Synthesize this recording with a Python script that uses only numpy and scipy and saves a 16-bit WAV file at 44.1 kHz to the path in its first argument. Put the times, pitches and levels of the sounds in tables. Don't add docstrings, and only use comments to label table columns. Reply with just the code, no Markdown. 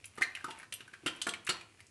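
import sys
import numpy as np
from scipy import signal
from scipy.fft import rfft, irfft, next_fast_len
from scipy.io import wavfile

SR = 44100
rng = np.random.default_rng(int(sys.argv[2]) if len(sys.argv) > 2 else 0)


def file_out(sig):
    cols = np.atleast_2d(sig).T
    lim = np.clip(cols, -1, 1)
    pcm = np.round(lim * 32767).astype(np.int16)
    wavfile.write(sys.argv[1], SR, pcm)


N = 83790
EVENT_T = np.arange(SR // 10) / SR
SLAP_ATTACK_S, BURST_ATTACK_S = 0.00082, 0.0003

# (frequency [Hz], gain [dB])
SPRAY_EQ = [(100, -22), (300, -11), (700, -3), (1500, -0.5), (3000, 3), (4300, 1.5), (5600, 2.5), (8000, 3),
            (10500, 0), (12500, -5)]
# (time [s], decay [s], squelch centre [Hz], squelch [dB], spray [dB], thump [dB], thud [dB])
PALM_HITS = [(0.182, 0.0049, 1380, -41.5, -54, -45, -52.5), (0.21, 0.0067, 1240, -39, -47, -46, -52.5),
             (0.4432, 0.0033, 1160, -41, -48, -46.5, -51.5), (0.482, 0.024, 1920, -52, -60, -48, -53.5),
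             (0.503, 0.022, 1870, -48, -49, -57, -62), (0.805, 0.012, 1950, -50.5, -56, -58.5, -64),
             (0.932, 0.028, 2030, -52.5, -61, -62.5, -62.5), (1.035, 0.0091, 600, -70, -70, -51.5, -61),
             (1.0605, .012, 695, -45, -46, -42.5, -44.5), (1.063, 0.031, 1790, -31, -38, -36.5, -49.5),
             (1.267, 0.0059, 1240, -31.5, -41, -39.5, -56), (1.285, 0.0058, 1540, -41.5, -43, -40.5, -73),
             (1.337, 0.011, 2030, -40, -58, -62, -81), (1.4903, 0.015, 2250, -28.5, -34, -41, -48),
             (1.499, 0.016, 1620, -36, -47, -46, -54)]
def palm_slaps():
    out, impulse = np.zeros(N), signal.unit_impulse(len(EVENT_T))
    for time_s, decay_s, hz, squelch_db, spray_db, thump_db, thud_db in PALM_HITS:
        rush = basin_reflections(crackle(decay_s, SLAP_ATTACK_S))
        squelch = at_level(band(rush, hz, octaves=1.29), squelch_db)
        splash = basin_reflections(crackle(decay_s, SLAP_ATTACK_S))
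        spray = at_level(colour(splash, SPRAY_EQ), spray_db)
        thump = at_level(band(basin_reflections(impulse), hz=307.7, octaves=0.86), thump_db)
        thud = at_level(band(impulse, hz=162.5, octaves=0.94, order=1), thud_db)
        add(out, time_s, squelch + spray + thump + thud)
    return out


# (time [s], pitch [Hz], ring t60 [s], ring [dB], spray [dB])
AIR_POCKETS = [(0.042, 2590, 0.0048, -47.5, -51.5), (0.176, 1240, 0.0062, -50, -55),
               (0.219, 1916, 0.012, -26.5, -38), (0.224, 2040, 0.024, -24.5, -39.5),
               (0.233, 4030, 0.01, -42, -47), (0.351, 2700, 0.0028, -38.5, -46.5),
               (0.364, 2130, 0.0027, -46.5, -68), (0.372, 1850, 0.0027, -46, -62),
               (0.409, 1580, 0.0084, -51.5, -66), (0.4432, 1304, 0.0095, -36, -51.5),
               (0.483, 905, 0.054, -41, -63), (0.509, 3100, 0.0033, -48.5, -65),
               (0.599, 1960, 0.004, -49.5, -60), (0.630, 1570, 0.0031, -47, -58),
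               (0.64, 1884, .007, -74, -68), (0.7242, 3010, 0.0013, -38.5, -40),
               (0.738, 2950, 0.0056, -45, -70), (0.806, 2820, 0.0056, -50, -61),
               (0.878, 1513, 0.023, -51, -61), (0.937, 1680, 0.0063, -46, -60),
               (1.062, 2750, 0.011, -36, -37.5), (1.076, 3190, 0.0097, -33.5, -44),
               (1.216, 3150, 0.0042, -35, -38.5), (1.2195, 3640, 0.0034, -43, -40.5),
               (1.268, 1350, 0.0047, -38.5, -41), (1.275, 1510, 0.0023, -45, -43.5),
               (1.2926, 3280, 0.0043, -37.5, -59), (1.3373, 2340, 0.0044, -39, -46),
               (1.467, 2550, 0.0017, -47.5, -41.5), (1.473, 1760, 0.003, -36.5, -58),
               (1.4762, 2620, 0.0034, -38.5, -49), (1.4995, 4280, 0.0079, -35, -37.5),
               (1.611, 2410, 0.015, -50, -55.5), (1.793, 1850, 0.03, -61.5, -68),
               (1.804, 2160, 0.012, -55, -56.5)]
def air_pops():
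    out, t = np.zeros(N), EVENT_T
    attack_cycles, rise_per_s, width_octaves = 0.76, 1, 0.99
    for time_s, hz, t60, ring_db, spray_db in AIR_POCKETS:
        envelope = (1 - np.exp(-t * hz / attack_cycles)) * fade(t, t60)
        chirp = np.sin(2 * np.pi * hz * (t + rise_per_s * t * t / 2))
        ring = basin_reflections(band(envelope * chirp, hz, width_octaves, order=1))
        rim = band(crackle(t60 / 2, BURST_ATTACK_S), hz, width_octaves, order=3)
        puff = crackle(decay_s=0.0054, attack_s=BURST_ATTACK_S)
        spray = colour(basin_reflections(puff), SPRAY_EQ)
        pop = at_level(ring, ring_db) + at_level(rim, ring_db - 9.5) + at_level(spray, spray_db)
        add(out, time_s, pop)
    return out


# (time [s], centre [Hz], level [dB])
FILM_TICKS = [(0.0555, 9100, -45.5), (0.154, 9700, -61.5), (0.444, 10000, -51), (0.587, 9650, -55),
              (0.739, 10400, -36.5), (1.162, 9300, -59), (1.220, 7100, -38.5), (1.291, 7500, -38.5),
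              (1.449, 8800, -54.5), (1.4933, 7600, -35), (1.867, 6700, -61)]
def film_snaps():
    out = np.zeros(N)
    for time_s, hz, db in FILM_TICKS:
        tear = crackle(decay_s=0.0015, attack_s=BURST_ATTACK_S, per_s=1500)
        tick = band(basin_reflections(tear), hz, octaves=0.69)
        add(out, time_s, at_level(tick, db))
    return out


# (frequency [Hz], gain [dB])
FOAM_EQ = [(200, -6), (700, 2.5), (1500, 2), (2500, 8.5), (4000, -7.5), (6000, -9), (10000, -13),
           (12500, -12)]
# (time [s], level [dB])
FOAM_RIDE = [(0, -65), (.12, -69), (.17, -60), (.3, -57.5), (.52, -58.5), (.62, -56), (.70, -77),
             (.82, -62.5), (1.0, -69), (1.17, -55), (1.32, -62), (1.42, -66), (1.55, -50), (1.68, -68.5),
             (1.82, -67), (1.9, -71.5)]
def foam_fizz():
    foam = colour(bubble_clicks(N, per_s=900, spread_db=2.5), FOAM_EQ)
    return ride(FOAM_RIDE) * rms_one(foam)


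def crackle(decay_s, attack_s, per_s=5000):
    envelope = (1 - np.exp(-EVENT_T / attack_s)) * 10 ** (-EVENT_T / decay_s)
    clicks = bubble_clicks(len(EVENT_T), per_s, spread_db=4.5)
    clicks[int(2 * attack_s * SR)] += from_db(8.5)
    return clicks * envelope


def bubble_clicks(size, per_s, spread_db):
    strength = from_db(spread_db * np.minimum(rng.exponential(1, size), 4))
    bursts = rng.random(size) < per_s / SR
    return bursts * strength * rng.choice([-1, 1], size)


# (delay [s], gain [dB])
BASIN_TAPS = [(.0058, -13)]
def basin_reflections(x):
    t = EVENT_T
    response = signal.unit_impulse(len(t))
    for delay_s, db in BASIN_TAPS:
        response[int(delay_s * SR)] += from_db(db)
    scatter = rng.standard_normal(len(t)) * (t > 0.0012) * fade(t, t60=0.038)
    response += from_db(1) * scatter / np.linalg.norm(scatter)
    return signal.fftconvolve(x, response)[:len(x)]


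# (frequency [Hz], gain [dB])
BASIN_EQ = [(40, 2), (120, -0.5), (170, 2), (240, -0.5), (380, -2.5), (520, -4), (680, 0), (850, -4),
            (1200, -0.5), (2200, -1.5), (3600, -0.5), (4400, 0.5), (5100, -1.5), (6600, -3), (7900, -1.5),
            (10000, 0), (11200, -1.5), (12300, -18.5)]
# (frequency [Hz], t60 [s], relative level [dB])
ROOM_TAIL = [(120, 0.66, -4.5), (333, 0.58, -3), (1025, 0.37, 3), (2340, 0.41, -6.5), (4330, 0.31, -2),
             (6050, 0.24, -2), (11200, 0.18, -9)]
def bathroom(x):
    t = np.arange(SR * 3 // 4) / SR
    wet_db, predelay_s = -3.5, 0.0061
    onset = np.clip(t / predelay_s - 1, 0, 1)
    tile_boost = 1 + from_db(5.5) * np.exp(-t / 0.011)
    response = signal.unit_impulse(len(t))
    for hz in 60 * 2 ** np.arange(0, 8, 0.5):
        envelope = onset * tile_boost * fade(t, at_hz(ROOM_TAIL, hz))
        tail = band(rng.standard_normal(len(t)), hz, octaves=0.48) * envelope
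        band_share = np.sqrt(hz / np.sqrt(2) / SR)
        gain = from_db(wet_db + at_hz(ROOM_TAIL, hz, column=2)) * band_share
        response += gain * tail / np.linalg.norm(tail)
    return colour(signal.fftconvolve(x, response)[:N], BASIN_EQ)


# (frequency [Hz], gain [dB])
ROOM_TONE_EQ = [(25, -22), (60, -11.5), (100, 3.5), (160, -7.5), (350, -6.5), (800, -22), (2200, -34),
                (4000, -19.5), (10000, -19.5), (13000, -42)]
# (time [s], gain [dB])
HUM_RIDE = [(0, 5.5), (.09, 6.5), (.14, -1.5), (.9, -0.5), (1.9, -1)]
def room_tone():
    air = rms_one(colour(rng.standard_normal(N + SR), ROOM_TONE_EQ)[SR:])
    hum = rms_one(band(rng.standard_normal(N + SR), hz=93.6, octaves=0.59)[SR:])
    return from_db(-67.5) * air + from_db(-73.5) * ride(HUM_RIDE) * hum


def from_db(db):
    return 10 ** (np.asarray(db) / 20)


def fade(t, t60):
    return np.exp(-np.log(1000) * t / t60)


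def ride(points):
    return from_db(np.interp(np.arange(N) / SR, *np.transpose(points)))


def rms_one(x):
    return x / np.sqrt(np.mean(x ** 2) + 1e-20)


def at_level(x, db):
    return from_db(db) * x / np.sqrt(np.sum(x ** 2) / (SR / 100) + 1e-20)


def at_hz(points, hz, column=1):
    table = np.array(points)
    return np.interp(np.log(np.maximum(hz, 1)), np.log(table[:, 0]), table[:, column])


def band(x, hz, octaves, order=2):
    edges = [hz / 2 ** (octaves / 2), min(hz * 2 ** (octaves / 2), 0.45 * SR)]
    return signal.sosfilt(signal.butter(order, edges, "band", fs=SR, output="sos"), x + 1e-18)


def colour(x, eq):
    size = 2 * next_fast_len(len(x))
    gain = from_db(at_hz(eq, np.fft.rfftfreq(size, 1 / SR)))
    cepstrum = irfft(np.log(gain))
    cepstrum[1:size // 2] *= 2
    cepstrum[size // 2 + 1:] = 0
    return irfft(rfft(x, size) * np.exp(rfft(cepstrum)))[:len(x)]


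def add(out, time_s, x):
    start = max(int(time_s * SR), 0)
    out[start:start + len(x)] += x[:max(N - start, 0)]


def scene():
    hands = palm_slaps() + air_pops() + film_snaps() + foam_fizz()
    return (bathroom(hands) + room_tone())[None]


def record(dry):
    return signal.sosfilt(signal.ellip(10, 0.3, 70, 12000, fs=SR, output="sos"), dry)


dry = scene()
out = record(dry)
file_out(out)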